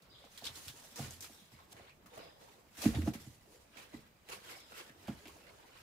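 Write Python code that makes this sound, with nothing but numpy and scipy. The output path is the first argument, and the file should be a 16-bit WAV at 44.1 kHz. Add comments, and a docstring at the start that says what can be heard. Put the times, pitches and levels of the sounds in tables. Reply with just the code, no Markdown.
"""Kittens scramble over cardboard boxes and through dry straw in a quiet shed, over a steady faint hiss.
A soft swipe and a far bird open; straw crackle, claws and paws on hollow boxes build to about 1.2 s.
Quieter rustling leads to the hardest thump near 2.9 s, then scuffles come and go to the end, with a last
chirp at 4.55 s. Clicks ring small resonances for straw and card, and ring box modes for the paws; the bird
and hiss are filtered noise. Two microphone ports hear kittens on the right first on the right."""
import sys
import numpy as np
from scipy import signal
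from scipy.io import wavfile

SR = 44100
rng = np.random.default_rng(int(sys.argv[2]) if len(sys.argv) > 2 else 0)


def store_wav(level_fs):
    """Save 16-bit WAV to argv[1]."""
    pcm = np.round(np.clip(np.atleast_2d(level_fs), -1, 1) * 32767)
    wavfile.write(sys.argv[1], SR, pcm.T.astype(np.int16))


N = 256662

# bursts of movement: loudest moment t/s, swell/s per 20 dB, fade/s per 20 dB (under 0.005 counts as 0.005),
# straw level/dB, claws on card level/dB, pads dragged on card level/dB
SCUFFLES = [(.27, 0.55, 0.06, -76, -67, -65.5), (0.391, 0.17, 0.02, -60.5, -61.5, -70),
            (0.458, .07, 0.15, -56, -51.5, -59), (0.571, 0.06, 0.16, -52, -65.5, -60),
            (.7, 0.12, 0.05, -56, -57.5, -79), (.77, 0.12, 0.4, -63.5, -69, -65),
            (.85, 0.2, 0.2, -61.5, -64.5, -65.5), (0.994, 0.06, 0.1934, -51, -52, -53),
            (1.06, 0.2, 0.12, -62, -58.5, -68), (1.115, 0.3, 0.16, -59.5, -66.5, -81),
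            (1.225, -0.22, 0.047, -48, -65, -59.5), (1.244, -0.1, 0.0847, -51, -54.5, -64),
            (1.33, 0.24, 0.51, -64.5, -70, -70), (1.519, -0.03, 0.16, -69.5, -64, -68),
            (1.6, 0, 0.1, -77, -69, -66), (1.731, 0.03, -0.09, -56.5, -70, -62),
            (1.788, 0.16, 0.21, -69.5, -64, -59.5), (1.9, 0.33, -0.06, -84, -63.5, -75),
            (2.07, -0.42, -0.42, -63.5, -77, -75), (2.188, 0.14, 0.19, -66, -55.5, -53),
            (2.419, .05, 0.18, -67.5, -63.5, -66), (2.5, 0.4, 0.44, -72, -70, -63),
            (2.79, -0.03, 0.04, -53, -68.5, -59), (2.843, 0.0747, 0.1251, -42.5, -45.5, -48),
            (2.96, 0.11, 0.1662, -56, -52, -52), (3.082, 0.0954, 0.09, -57, -60.5, -54.5),
            (3.138, -0.0544, 0.07, -53, -54, -57), (3.2, -0.48, 0.14, -63, -67, -79),
            (3.24, 0.17, 0.37, -64.5, -71, -74), (3.53, 0.26, 0.35, -70.5, -75, -65.5),
            (3.79, 0.08, .17, -60.5, -55.5, -59.5), (3.949, 0.07, 0.2, -67, -62, -62),
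            (4.302, 0.02, 0.01, -50, -51, -47), (4.329, .05, 0.075, -52, -46.5, -50),
            (4.518, 0.24, 0.19, -59, -53.5, -58), (4.799, 0.15, 0.08, -55.5, -51, -57),
            (4.9, 0.23, -0.04, -67, -60, -63), (5.091, 0.18, 0.2, -71.5, -64, -66.5),
            (5.14, 0.52, 0.45, -67, -62.5, -62), (5.278, .04, 0.7, -67, -65, -63),
            (5.48, .12, 0.45, -73.5, -66.5, -61.5), (5.77, 0.3, 0.7, -68.5, -62, -69)]
# what goes on between the bursts: straw, claws, pads (each level/dB)
SETTLING_DB = [-93.5, -77.5, -83]
# colour of straw crackle: f/Hz, relative level/dB per Hz
STRAW = [(880, -50), (1500, -6.5), (1900, -7.5), (2290, -9.5), (3610, -4), (3870, -6.5), (4800, -6),
         (5250, -3.5), (13400, -10), (15800, -16)]
# colour of claws slipping on card: f/Hz, relative level/dB per Hz
CARD = [(530, -31), (900, -3), (2120, -3.5), (2310, -4.5), (3000, -6), (3380, -8), (4000, -6.5),
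        (5200, -15), (8800, -120)]
# colour of pads dragged on card: f/Hz, relative level/dB per Hz
DRAG = [(180, -36), (300, -7), (394, -6), (484, -1.5), (582, -3.5), (660, -4), (1100, -9), (1430, -16),
        (2420, -120)]
# where the moving kitten is: t/s, share of the sound from the right (0-1)
PLACE = [(0, 0), (.9, 0), (1.4, 0), (1.6, 1), (2.6, 1), (2.75, 0), (3.4, 0), (3.55, 0.97), (5.0, 0.99),
         (5.07, 0.04), (5.4, 0), (5.5, 1), (5.82, 0.99)]
# how alike left and right are: f/Hz, likeness (0-1)
LIKENESS = [(100, 0.82), (400, 0.82), (1000, 0.11), (3000, 0.074), (12000, 0.05)]
# sudden swipes through the stalks: t/s, level/dB, band centre f/Hz, left minus right level/dB,
# dying time t60/s, share in the band (0-1), sharpness of the band (more = narrower), opening snap level/dB
SWIPES = [(0.0209, -53.5, 4290, -1.5, 0.24, 0.2, 2.8, -18), (0.249, -54, 3660, -10.5, 0.12, 0.8, 2.1, -17),
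          (0.3755, -36.5, 3700, -2.0, 0.15, 0.45, 2.1, -18), (0.414, -49, 4110, -1.0, 0.12, 0.65, 2.8, -18),
          (0.4417, -35, 3750, -5, 0.18, 0.9, 2.8, -20), (0.454, -33.5, 4440, 4, 0.11, 0.8, 3.9, -18),
          (0.4659, -28, 3540, -1.5, 0.12, 1, 4.3, -15), (0.5555, -40.5, 4300, -6, 0.14, 0.5, 3.2, -18),
          (0.6819, -35.5, 3380, -1.5, 0.16, 0.45, 2.5, -12), (0.9586, -36, 6100, -2, 0.34, 0.5, 2, -22),
          (1.1072, -39, 6500, 2, 0.1, 0.65, 2.8, -18), (1.2065, -34.5, 6400, -1, 0.19, 0.35, 2.2, -22),
          (1.5886, -47, 1077, 1.5, 0.21, 1, 6.8, -16), (1.7273, -49.5, 3340, -0.5, 0.087, 0.4, 3.1, -18),
          (1.7656, -46.5, 1900, -3.0, 0.25, 0.9, 3.3, -21), (1.8937, -46.5, 2400, -1, 0.18, 1, 6.3, -21.5),
          (2.0591, -46, 1180, 2, 0.18, 0.4, 4.1, -18), (2.136, -49, 2060, -1, 0.091, 0.65, 3.3, -22),
          (2.1759, -42.5, 1260, -3.0, 0.14, 0.4, 2.8, -18), (2.4888, -53, 2430, -3.0, 0.11, 0.8, 2.8, -18),
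          (2.7509, -49.5, 1430, -1.5, 0.18, 0.3, 3.7, -19), (2.771, -43, 1860, 0, 0.18, 0.2, 3.2, -17.5),
          (2.818, -32, 4390, 10, 0.12, 0.2, 2.8, -18), (2.857, -31.5, 1910, -1.5, 0.16, 0.8, 2.8, -14),
          (2.948, -32, 2600, -1, 0.081, 1, 1.8, -16), (3.0188, -38.5, 2000, -1.0, 0.1, 0.8, 2.2, -20),
          (3.074, -33.5, 1350, -1.5, 0.1, 0.9, 4.9, -14), (3.136, -40, 2100, 1, 0.17, 0.5, 2.4, -18.5),
          (3.7602, -60, 2450, -5, 0.12, 0.7, 2.8, -18), (3.77, -43, 2460, -9, 0.35, 0.8, 2.2, -21),
          (3.9329, -53, 1140, -2.0, 0.15, 0.8, 2.8, -14), (4.2874, -41, 2300, -8, 0.11, 0.5, 2.5, -18),
          (4.49, -43.5, 2200, -6, 0.2, 1, 3, -18), (4.721, -40.5, 1400, -1.5, 0.12, 1, 8.2, -18),
          (4.7616, -44, 1570, -4.5, 0.086, 0.8, 3.4, -17), (4.776, -42, 2160, -3.0, 0.14, 0.5, 2.1, -18),
          (4.894, -47, 1680, -2.5, 0.19, 1, 4.3, -18), (5.0734, -45, 2580, -2.0, 0.074, 0.65, 2.8, -17.5),
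          (5.079, -37.5, 1180, -4, 0.14, 0.9, 3.2, -18), (5.2551, -39.5, 2400, 1, 0.091, 1, 2.4, -18),
          (5.2713, -45, 3100, 1, 0.099, 0.3, 2.8, -16), (5.2793, -46, 2500, -2, 0.09, 0.1, 2.3, -19.5),
          (5.439, -56.5, 2640, -6, 0.13, 0.8, 3, -16), (5.4669, -45.5, 1630, -6, 0.12, 1, 3.1, -18)]
# paws on the boxes: t/s, level/dB, centre of the ring f/Hz, boom of the big wall level/dB,
# knock of the flap level/dB
THUMPS = [(0.239, -54, 340, -34, 1), (0.421, -50.5, 215, -26, 3), (0.453, -51.5, 317, -2, -8),
          (0.489, -47, 116, -12, -11), (0.659, -47, 137, 1.5, -24), (0.688, -46, 116, -7, -15),
          (0.992, -29, 131, -20, -12.5), (1.013, -30.5, 117, -15, -19), (1.027, -42, 116, -17, -17),
          (1.07, -39.5, 115, -18.5, -26), (1.199, -56, 137, -7, -4), (1.295, -51, 288, -19, -6.5),
          (1.528, -46.5, 126, -10.5, -23), (1.735, -49.5, 127, -10, -9), (1.797, -52, 116, -4, -1),
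          (2.056, -54.5, 205, -30.5, -9), (2.17, -45.5, 450, -29, -7), (2.779, -45.5, 283, -6, -11),
          (2.836, -34.5, 266, -18, -10), (2.855, -12.5, 245, -40, -22.5), (2.882, -29.5, 221, -26, -31),
          (2.903, -40, 288, -11, -12), (2.942, -28, 117, -8.5, -14.5), (2.959, -23.5, 113, -5.5, -28),
          (2.983, -26, 305, -4.5, -32), (3.028, -32.5, 216, -4, -30), (3.071, -22.5, 258, -10, -18),
          (3.077, -26, 294, -18, -8.5), (3.118, -41, 116, -10, -15), (3.147, -36, 230, -14, -15),
          (3.264, -37.5, 130, -17, -27), (3.298, -49.5, 115, -15, -23), (3.758, -48, 445, -22, -11),
          (3.938, -34, 312, -26, -19.5), (3.959, -43.5, 213, -20, -21), (4.718, -54, 189, -15, -2),
          (4.893, -50, 253, -21, -11), (5.081, -32.5, 115, -34, -7), (5.086, -29, 222, -27, -22),
          (5.101, -34, 279, -34, -14), (5.149, -58, 116, -11, -19), (5.255, -42, 416, -15, -11)]
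# ways the hollow box rings, a list each for big wall, small wall, air, lid, flap:
# f/Hz, level/dB, dying time t60/s
BOX_MODES = [
    [(64, -3, 0.13), (84.5, 0.5, 0.63)],
    [(118.2, 2, 0.11), (137, 0.5, 0.15)],
    [(175, -8, 0.12), (222.4, 1.5, 0.13), (259.7, 3.5, 0.068)],
    [(307.4, 1.5, 0.11), (412, -14.5, 0.14)],
    [(553, 1.5, 0.051), (695, 6, 0.06), (818, 2, 0.064), (1190, 6, 0.0067)],
]
# colour of the grumbling box walls: f/Hz, relative level/dB per Hz
SHUFFLE = [(15, -67), (25, -12), (66, 1.5), (129, -4), (162, -0.5), (271, -7.5), (404, -9.5), (500, -19.5),
           (650, -55), (1100, -120)]
# far bird, a thin note then a rough lower one: t/s, thin note f/Hz, thin level/dB, rough level/dB
CHIRPS = [(.09, 4880, -65, -61.5), (1.33, 4930, -82, -67), (2.18, 5000, -63, -67),
          (4.55, 5120, -61.5, -64.5)]
# steps of the rough note, going down: delay t/s, f/Hz
ROUGH_STEPS = [(.015, 3870), (.045, 3450)]
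# colour of the steady hiss: f/Hz, relative level/dB
HUSH = [(12, -30), (20, 6.5), (30, 1.5), (49, -8), (197, -19), (375, -24.5), (525, -16), (1430, -22),
        (2310, -24.5), (4510, -31.5), (10100, -31.5), (12700, -42), (15800, -26)]

ROUNDING = 1.07   # 1 = pointed bursts, more = rounded tops
RUSTLE_PAN_DB = -1.5   # left minus right
PORT_LAG = 18   # samples by which sound from the right reaches the left port late
CRACKLE_DB, SNAP_S = -12, 0.0016   # crackle against the swipe level; time for the snap to fall to 1/e
RING_FALL_DB_PER_OCTAVE, STRIKE_DB = 9.5, -6.5   # modes far from the centre are hardly struck
# walls at rest; level under a thump, and its dying time
SHUFFLE_REST_DB, SHUFFLE_UNDER_DB, SHUFFLE_T60_S = -69.5, -23, 0.48
SHED_T60_S, WALL_CUT_HZ = 0.25, 6700
CHIRP_RISE_S, CHIRP_T60_S = 0.01, 0.8
THIN_WIDTH_HZ, ROUGH_WIDTH_HZ = 260, 500
HUSH_DB = -67.5
CUTOFF_HZ = 16150


def rustle():
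    """Dry stalks crackle and snap, claws slip and pads drag: each is clicks ringing small resonances."""
    straw_db, claws_db, pads_db = bursts()
    straw_gain = from_db(straw_db + 3.0 + 1.04 * drift(25))
    straw = straw_gain * ringing(grains(30000, spread_db=0.0), STRAW, cycles=23.0, patchy_db=3.5, count=40)
    snaps = ringing(grains(370, spread_db=2.5), STRAW, cycles=6.4, patchy_db=-3.0, count=8)
    snaps = from_db(straw_db - 13.5) * snaps
    claws = ringing(grains(6000, spread_db=2.0), CARD, cycles=42.0, patchy_db=3.5, count=24)
    claws = from_db(claws_db) * claws
    pads = ringing(grains(2500, spread_db=2.5), DRAG, cycles=23.7, patchy_db=3.5, count=14)
    pads = from_db(pads_db) * pads
    return placed(straw + snaps + claws + pads, RUSTLE_PAN_DB)


def bursts():
    """Levels in dB of straw, claws and pads: each burst swells and fades, and their powers add."""
    t = np.arange(0, N, 32) / SR
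    power = from_db(SETTLING_DB)[:, None] ** 2
    for s, swell, fade, *level_db in SCUFFLES:
        before, after = (s - t) / max(swell, .005), (t - s) / max(fade, .005)
        fall_db = 20 * np.where(t < s, before, after) ** ROUNDING
        power = power + from_db(np.subtract.outer(level_db, fall_db)) ** 2
    return [np.interp(np.arange(N) / SR, t, 10 * np.log10(p)) for p in power]


def swipes():
    """A swept bunch of stalks snaps, then its crackle dies away, part broad, part gathered in a band."""
    t = np.arange(9000) / SR
    out = np.zeros((2, N + len(t)))   # spare room for the last tail
    high_pass = signal.butter(2, 1300, "high", fs=SR, output="sos")
    crackle = signal.sosfilt(high_pass, grains(16000, spread_db=4.0))
    snap = np.exp(-t / SNAP_S)
    for s, level_db, hz, pan_db, t60, share, sharp, snap_db in SWIPES:
        i = round(s * SR)
        fade = from_db(CRACKLE_DB - 60 * t / t60) + from_db(snap_db) * snap
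        shared, own = crackle[:, i:i + len(t)]
        burst = 0.66 * shared + .5 * own * [[1], [-1]]
        edge = 1 + .5 / sharp
        band_pass = signal.butter(1, [hz / edge, hz * edge], "band", fs=SR, output="sos")
        band = rms_one(signal.sosfilt(band_pass, burst))
        burst = np.sqrt(1 - share) * burst + np.sqrt(share) * band
        side_db = level_db + np.array([[.5], [-.5]]) * pan_db
        out[:, i:i + len(t)] += from_db(side_db) * fade * burst
    return placed(out[:, :N], 0)


def thumps():
    """A soft paw strikes every mode of the box; neighbours start in opposite sense, so the thud swells."""
    s, peak_db, centre_hz, boom_db, knock_db = np.transpose(THUMPS)
    at, out, sense = np.round(s * SR).astype(int), np.zeros(N), 1
    for group, modes in enumerate(BOX_MODES):
        scatter_db = rng.standard_normal((len(s), len(modes)))
        for k, (hz, level_db, t60) in enumerate(modes):
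            body_db = -RING_FALL_DB_PER_OCTAVE * np.abs(np.log2(hz / centre_hz))
            share_db = (boom_db, body_db, body_db, body_db, knock_db)[group]
            clicks = np.zeros(N)
            clicks[at] = from_db(peak_db + share_db + level_db + STRIKE_DB + scatter_db[:, k])
            out += sense * ring(clicks, hz, t60)
            sense = -sense
    pad = np.exp(-2 * np.pi * 900 / SR)   # the pad spreads the blow over a fraction of a millisecond
    return signal.lfilter([1 - pad], [1, -pad], out)


def wall_shuffle():
    """The box walls grumble faintly as coloured clicks, louder for a while after each thump."""
    s, peak_db = np.transpose(THUMPS)[:2]
    kicks = np.zeros(N)
    kicks[np.round(s * SR).astype(int)] = from_db(peak_db + SHUFFLE_UNDER_DB) ** 2
    keep = from_db(-60 / (SHUFFLE_T60_S * SR)) ** 2   # power left after each sample
    after_thumps = signal.lfilter([1], [1, -keep], kicks + 1e-18)
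    level = np.sqrt(from_db(SHUFFLE_REST_DB) ** 2 + after_thumps)
    return level * coloured(grains(900, spread_db=-0.5), SHUFFLE, patchy_db=4.5)


def shed(x):
    """Shed echoes: six feedback delays a side, weaker and duller on every round."""
    out, dull = np.zeros((2, N)), np.exp(-2 * np.pi * WALL_CUT_HZ / SR)
    lags = (rng.uniform(0.004, 0.05, 12) * SR).astype(int)
    for k, lag in enumerate(lags):
        loop, state = x.copy(), [0.]
        gain = from_db(-60 * lag / SR / SHED_T60_S)
        for i in range(lag, N, lag):
            back, state = signal.lfilter([gain * (1 - dull)], [1, -dull], loop[i - lag:i], zi=state)
            loop[i:i + lag] += back[:N - i]
        out[k % 2] += (loop - x) * (-1) ** (k // 2)   # echoes only, in alternating sense
    return out


def bird():
    """Each note arrives blurred by echoes: noise in a narrow resonance that swells and trails off."""
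    out, t = np.zeros((2, N)), np.arange(SR // 2) / SR
    swell = (1 - np.exp(-(t / CHIRP_RISE_S) ** 2)) * from_db(-60 * t / CHIRP_T60_S)
    for s, thin_hz, thin_db, rough_db in CHIRPS:
        notes = [(s, thin_hz, THIN_WIDTH_HZ, thin_db)]
        notes += [(s + late, hz, ROUGH_WIDTH_HZ, rough_db) for late, hz in ROUGH_STEPS]
        for start, hz, width_hz, level_db in notes:
            t60, i = np.log(1000) / (np.pi * width_hz), round(start * SR)
            noise = rng.standard_normal((2, len(t)))
            tone = ring(ring(noise, hz, t60), hz, t60)
            out[:, i:i + len(t)] += from_db(level_db) * swell * rms_one(tone)
    return out


def hush():
    """The faint steady hiss: noise coloured band by band, a little stronger on the right."""
    hiss = coloured(rng.standard_normal((2, N)), HUSH, patchy_db=1.3)
    return from_db(HUSH_DB) * hiss * from_db([[-.9], [.9]])


def placed(x, pan_db):
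    """Sound from ahead reaches both ports together, sound from the right reaches the left one late."""
    s, share = np.transpose(PLACE)
    right = np.interp(np.arange(N) / SR, s, share)
    left = np.sqrt(1 - right) * x[0] + np.sqrt(right) * np.roll(x[0], PORT_LAG)
    return np.array([left * from_db(pan_db / 2), x[1] * from_db(-pan_db / 2)])


def ringing(pair, spectrum, cycles, patchy_db, count):
    """Each click is dealt to one of many small resonances, which ring and come and go; rms 1."""
    out, dealt = 0, rng.integers(0, count, N)
    patches = [from_db(patchy_db * drift(12)) for _ in range(7)]
    for k, hz in enumerate(np.geomspace(spectrum[1][0], spectrum[-1][0], count)):
        mid, side = ring(pair * (dealt == k) * patches[k % 7], hz, cycles / hz)
        gain = from_db(at_hz(spectrum, hz)) * hz   # short high rings carry less energy
        out = out + gain * left_right(mid, side, hz)
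    return rms_one(out)


def coloured(pair, spectrum, patchy_db):
    """Half-octave bands, each with its own level, flicker and left-right likeness; rms 1."""
    out, edges = 0, 20 * 2 ** np.arange(0, 10.1, .5)
    for k, (low, high) in enumerate(zip(edges, edges[1:])):
        hz = np.sqrt(low * high)
        if spectrum[0][0] / 1.5 < hz < spectrum[-1][0] * 1.5:
            band_pass = signal.butter(2, [low, high], "band", fs=SR, output="sos")
            mid, side = (-1) ** k * signal.sosfilt(band_pass, pair)
            gain = from_db(at_hz(spectrum, hz) + patchy_db * drift(10.0))
            out = out + gain * left_right(mid, side, hz)
    return rms_one(out)


def left_right(mid, side, hz):
    """A shared signal plus an opposed one; the more alike the sides, the more is shared."""
    alike = at_hz(LIKENESS, hz)
    return np.sqrt(1 + alike) * mid + np.sqrt(1 - alike) * side * [[1], [-1]]


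def grains(per_s, spread_db):
    """Two unrelated trains of random clicks of uneven size, rms 1."""
    sizes = from_db(spread_db * np.minimum(rng.exponential(1, (2, N)), 5))
    sizes = sizes * rng.choice([-1, 1], (2, N))
    return rms_one(sizes * (rng.random((2, N)) < per_s / SR))


def ring(clicks, hz, t60):
    """A unit click sets a sine ringing from height 1, which falls 60 dB in t60 seconds."""
    r, w = from_db(-60 / (t60 * SR)), 2 * np.pi * hz / SR
    return signal.lfilter([0, np.sin(w)], [1, -2 * r * np.cos(w), r * r], clicks + 1e-18)


def drift(rate):
    """Slow random wander of spread 1: smoothed noise, made at every 40th sample and joined up."""
    r = np.exp(-80 * np.pi * rate / SR)
    noise = rng.standard_normal(N // 40 + 2002)
    slow = signal.lfilter([1], [1, -2 * r, r * r], noise)[2000:]   # skip the start-up
    return np.interp(np.arange(N) / 40, np.arange(len(slow)), rms_one(slow))


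def at_hz(points, hz):
    """A frequency table read on a log axis."""
    table_hz, value = np.transpose(points)
    return np.interp(np.log(hz), np.log(table_hz), value)


def from_db(db):
    """Gain of a level."""
    return 10 ** (np.asarray(db) / 20)


def rms_one(x):
    """Scaled to unit rms."""
    return x / np.sqrt(np.mean(x ** 2) + 1e-20)


def scene():
    """Rustle, swipes and thumps, echoes of the last two, grumbling walls, the bird and the hush."""
    box, ticks = thumps(), swipes()
    echoes = from_db(-31.0) * shed(box + ticks.mean(axis=0))
    box_pair = box * from_db([[-1.1], [1.1]])   # a little to the right
    return rustle() + ticks + box_pair + wall_shuffle() + echoes + bird() + hush()


def record(dry):
    """The small microphone drops the deepest bass; the top is cut steeply."""
    thin = signal.sosfilt(signal.butter(2, 55, "high", fs=SR, output="sos"), dry)
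    return signal.sosfilt(signal.cheby2(16, 60, CUTOFF_HZ, fs=SR, output="sos"), thin)


dry = scene()
out = record(dry)
store_wav(out)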